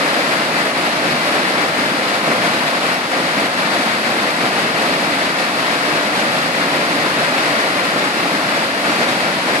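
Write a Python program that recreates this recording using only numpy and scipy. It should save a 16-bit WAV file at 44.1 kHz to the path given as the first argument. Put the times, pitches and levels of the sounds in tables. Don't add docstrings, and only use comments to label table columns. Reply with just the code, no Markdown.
import sys
import numpy as np
from scipy import signal
from scipy.fft import rfft, irfft, next_fast_len
from scipy.io import wavfile
from scipy.ndimage import uniform_filter1d

SR = 44100
rng = np.random.default_rng(int(sys.argv[2]) if len(sys.argv) > 2 else 0)


def dump(signal):
    limited = np.clip(np.atleast_2d(signal).T, -1, 1)
    pcm = np.round(limited * 32767).astype(np.int16)
    wavfile.write(sys.argv[1], SR, pcm)


N = 423338
FFT_SIZE = next_fast_len(N)
BIN_HZ = np.maximum(np.arange(FFT_SIZE // 2 + 1) * SR / FFT_SIZE, 1)
TIME_S = np.arange(N) / SR

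FOAM_DB, SPLASH_DB, GULP_DB = -20.5, -26.5, -28.5
TOPPLE_S, SPILL_POWER = 0.058, 5.1
ROLL_S = 0.024
FLICKER_S, POCKET_S = 0.022, 0.025
RIGHT_LEAD_S, CUTOFF_HZ = 0.000319, 14000

# freq_hz, level_db
FOAM_SPECTRUM = [(100, -55), (450, -16), (850, -2.26), (1250, 0.47), (1800, 0), (2600, -4.5), (3200, -7.5),
                 (4600, -8), (6100, -19.5), (9700, -20.5), (12000, -25.5), (13000, -35.5), (14000, -53)]
# freq_hz, level_db
SPLASH_SPECTRUM = [(200, -42), (400, -8), (560, -1.3), (700, -1), (800, -6), (950, -11.5), (1300, -18.5),
                   (6000, -76)]
# freq_hz, level_db
GULP_SPECTRUM = [(20, -35), (48, -33), (62, -29), (75, -24), (158, -5.0), (290, 0.2), (400, -6.5),
                 (600, -16), (2000, -62)]
# start_s, length_s, foam_rise_db, splash_rise_db, gulp_rise_db
WAVES = [(-0.03, 0.19, 2.7, 3.5, 3.0), (0.12, 0.44, 2.4, 3.0, 2.4), (0.51, 0.21, 2.5, 4.0, 2.6),
         (0.73, 0.35, 2.3, 3.1, 2.6), (1.01, 0.26, 2.3, 3.2, 3.6), (1.22, 0.4, 2.7, 3.5, 3.5),
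         (1.55, 0.17, 2.3, 3.1, 2.9), (1.73, 0.3, 2.1, 2.3, 4.0), (1.98, 0.27, 2.1, 3.0, 1.7),
         (2.21, 0.29, 2.6, 4.1, 3.5), (2.42, 0.23, 2.9, 3.3, 3.0), (2.61, 0.2, 2.5, 2.6, 1.2),
         (2.79, 0.23, 2.7, 3.5, 2.0), (3.1, 0.28, 1.9, 2.9, 2.9), (3.34, 0.15, 3.2, 3.5, 4.7),
         (3.55, 0.21, 2.4, 3.1, 2.5), (3.7, 0.31, 2.7, 3.0, 3.6), (4.01, 0.35, 2.4, 3.0, 3.1),
         (4.36, 0.17, 3.1, 3.7, 4.6), (4.51, 0.22, 2.6, 2.9, 3.8), (4.73, 0.24, 3.0, 4.2, 3.8),
         (4.91, 0.33, 2.1, 2.9, 3.6), (5.18, 0.15, 2.5, 1.6, 3.3), (5.35, 0.17, 2.7, 3.0, 1.2),
         (5.52, 0.35, 2.4, 2.7, 2.1), (5.82, 0.3, 2.4, 3.4, 3.3), (6.1, 0.45, 2.6, 2.9, 3.2),
         (6.52, 0.26, 2.3, 2.9, 3.3), (6.7, 0.18, 2.6, 2.6, 3.2), (6.84, 0.39, 2.5, 2.9, 4.2),
         (7.16, 0.23, 3.0, 3.7, 2.2), (7.34, 0.46, 3.0, 3.9, 3.2), (7.75, 0.19, 2.5, 2.8, 2.7),
         (7.92, 0.19, 2.7, 3.5, 4.1), (8.13, 0.36, 2.1, 2.9, 3.8), (8.45, 0.24, 2.6, 3.2, 2.3),
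         (8.72, 0.15, 0.9, 2.0, 1.2), (8.82, 0.23, 2.8, 3.3, 3.6), (8.97, 0.18, 2.3, 2.7, 2.8),
         (9.07, 0.37, 2.1, 2.8, 2.4), (9.43, 0.39, 2.8, 2.6, 3.6)]
# time_s, level_db
FLOW = [(0, 0.4), (0.6, 0), (2.9, -0.1), (3.07, -0.7), (3.25, -0.07), (6.8, 0), (7.4, -0.1), (8.7, 0),
        (9.6, 0.1)]
# time_s, splash_db, foam_db
SPLASH_FOAM_FLICKERS = [(0.1, 2.5, 1), (0.59, 1, 1.3), (1.36, 3, 0), (1.62, -1, 2), (2.02, 2, -0.5),
                        (2.28, 4.5, 0.4), (3.39, 2, 0.6), (3.85, 2, 2), (4.15, 0, -1), (4.44, 3, 0.6),
                        (4.59, 1.2, 1.5), (4.82, 1.5, 0.7), (5.12, 4, 1), (5.41, 1.2, 0.3), (5.96, 2, 0.7),
                        (6.2, 3, 1.2), (6.43, -1.5, 2), (6.75, 0, 0.7), (7.0, 2, -0.2), (7.22, 2, -0.5),
                        (7.51, 0.8, 1.0), (9.02, 1.5, 0.1), (9.1, -2, 0.5)]
# time_s, gulp_rise_db
POCKETS = [(1.08, 3), (1.82, 1.2), (2.31, 3), (2.55, 3), (3.2, 3), (3.43, 1.5), (3.77, 2), (4.12, 1),
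           (4.44, 0), (4.8, 1.8), (6.93, 2), (8.35, 2.5), (8.89, 3)]
# freq_hz, balance_db
CHANNEL_BALANCE = [(100, -2), (250, -1), (370, 0), (560, -3.5), (800, 2), (1100, 3), (1280, 2.5),
                   (2000, 8.5), (3300, -1.5), (4400, -1.7), (6400, -5), (9800, -1.3), (12000, -3.5),
                   (13200, -19)]
# freq_hz, coherence_ratio
PORT_COHERENCE = [(40, .15), (90, 0.97), (150, 0.99), (300, 0.99), (400, 0.87), (550, 0.94), (730, 0.88),
                  (1050, 0.72), (1650, 0.54), (2050, 0.46), (2550, 0.7), (3300, 0.1), (5500, 0.06),
                  (7500, 0.2), (13000, 0.04)]
# freq_hz, phase_rad
PORT_PHASE = [(100, -0.64), (400, -0.34), (700, -0.91), (1250, -0.86), (1800, 0.012), (2350, 0.83),
              (3300, 1.98), (6300, -1.23), (10000, 0.17)]


def foam(surge_db):
    fizz = bubbles(low_hz=812, high_hz=11560, per_s=12000, cycles=7.7, spread_db=2, clump_db=1, sizes=14)
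    hiss = crest_hiss(depth_db=0.5, rate_hz=22, bands=6)
    water = coloured(hiss + from_db(-8.5) * fizz, FOAM_SPECTRUM)
    return water * swell(depth_db=0.44, rate_hz=29) * from_db(FOAM_DB + surge_db)


def crest_hiss(depth_db, rate_hz, bands):
    white = rfft(rng.standard_normal((2, FFT_SIZE)))
    band_position = np.interp(np.log(BIN_HZ), np.log([700, 11000]), [0, bands - 1])
    hiss = np.zeros((2, N))
    for band in range(bands):
        weight = np.maximum(1 - np.abs(band_position - band), 0)
        hiss += irfft(white * weight, FFT_SIZE)[:, :N] * swell(depth_db, rate_hz)
    return rms_one(hiss)


def splashes(surge_db):
    near = bubbles(low_hz=430, high_hz=1095, per_s=1800, cycles=28, spread_db=2, clump_db=1, sizes=12)
    roar = coloured(rng.standard_normal((2, N)), SPLASH_SPECTRUM)
    water = levelled(roar + from_db(-3.5) * coloured(near, SPLASH_SPECTRUM), window_s=0.24)
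    return water * swell(depth_db=0.66, rate_hz=11.4) * from_db(SPLASH_DB + surge_db)


def gulps(surge_db):
    near = bubbles(low_hz=129, high_hz=424, per_s=900, cycles=19, spread_db=2, clump_db=0.5, sizes=10)
    rumble = coloured(rng.standard_normal((2, N)), GULP_SPECTRUM)
    water = levelled(rumble + from_db(-5) * coloured(near, GULP_SPECTRUM), window_s=0.13)
    return water * swell(depth_db=0.47, rate_hz=23) * from_db(GULP_DB + surge_db)


def bubbles(low_hz, high_hz, per_s, cycles, spread_db, clump_db, sizes):
    chance = rng.random((2, N))
    size_index = rng.integers(0, sizes, (2, N), dtype=np.int8)
    strength = from_db(spread_db * np.minimum(rng.exponential(1, (2, N)), 4))
    polarity = rng.choice([-1, 1], (2, N))
    births = strength * polarity * (chance < per_s / SR)
    swarms = np.zeros((2, N))
    for size, pitch_hz in enumerate(np.geomspace(low_hz, min(high_hz, CUTOFF_HZ), sizes)):
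        radius = from_db(-60 * pitch_hz / (cycles * SR))
        step_rad = 2 * np.pi * pitch_hz / SR
        feedback = [1, -2 * radius * np.cos(step_rad), radius * radius]
        rings = signal.lfilter([1 - radius, 0, radius - 1], feedback, births * (size_index == size))
        swarms += rings * swell(clump_db, rate_hz=7.4)
    return rms_one(swarms)


def wave_surges_db():
    waves_db = np.zeros((3, N))
    for start_s, length_s, *rises_db in WAVES:
        during = (TIME_S >= start_s) & (TIME_S < start_s + length_s)
        age_s = TIME_S[during] - start_s
        topple = np.sin(np.pi / 2 * np.minimum(age_s / TOPPLE_S, 1))
        spill = 1 - (age_s / length_s) ** SPILL_POWER
        waves_db[:, during] += np.outer(rises_db, topple * spill)
    flow_db = np.interp(TIME_S, *np.transpose(FLOW))
    return uniform_filter1d(waves_db, int(ROLL_S * SR)) + flow_db


def bursts_db(events, width_s):
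    return sum(np.outer(rises_db, 1 / (1 + ((TIME_S - peak_s) / width_s) ** 2) ** 2)
               for peak_s, *rises_db in events)


def swell(depth_db, rate_hz):
    hop, warmup = 100, 500
    pole = np.exp(-2 * np.pi * hop * rate_hz / SR)
    noise = rng.standard_normal(N // hop + warmup + 2)
    drift = signal.lfilter([1], [1, -2 * pole, pole * pole], noise)[warmup:]
    return np.interp(np.arange(N) / hop, np.arange(len(drift)), from_db(depth_db * rms_one(drift)))


def levelled(sound, window_s):
    window = int(window_s * SR)
    power = uniform_filter1d(uniform_filter1d(sound ** 2, window), window)
    return rms_one(sound / np.sqrt(power + 1e-9))


def ports(water):
    shared, apart = rfft(water, FFT_SIZE)
    coherence = at_hz(PORT_COHERENCE)
    mid = np.sqrt((1 + coherence) / 2) * shared
    side = np.sqrt((1 - coherence) / 2) * apart
    lean = from_db(at_hz(CHANNEL_BALANCE) / 2)
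    lead_rad = 2 * np.pi * BIN_HZ * RIGHT_LEAD_S + at_hz(PORT_PHASE)
    left = (mid + side) * lean
    right = (mid - side) * np.exp(1j * lead_rad) / lean
    return irfft(np.array([left, right]), FFT_SIZE)[:, :N]


def coloured(sound, spectrum):
    shaped = rfft(sound, FFT_SIZE) * from_db(at_hz(spectrum))
    return rms_one(irfft(shaped, FFT_SIZE)[..., :N])


def at_hz(table):
    freq_hz, values = np.transpose(table)
    return np.interp(np.log(BIN_HZ), np.log(freq_hz), values)


def from_db(level_db):
    return 10 ** (np.asarray(level_db) / 20)


def rms_one(sound):
    return sound / np.sqrt(np.mean(sound ** 2) + 1e-20)


def scene():
    foam_db, splash_db, gulp_db = wave_surges_db()
    splash_flicker_db, foam_flicker_db = bursts_db(SPLASH_FOAM_FLICKERS, FLICKER_S)
    pocket_db, = bursts_db(POCKETS, POCKET_S)
    water = foam(foam_db + foam_flicker_db)
    water += splashes(splash_db + splash_flicker_db)
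    water += gulps(gulp_db + pocket_db)
    return ports(water)


def record(dry):
    return signal.sosfilt(signal.ellip(10, 0.1, 90, CUTOFF_HZ, fs=SR, output="sos"), dry)


dry = scene()
out = record(dry)
dump(out)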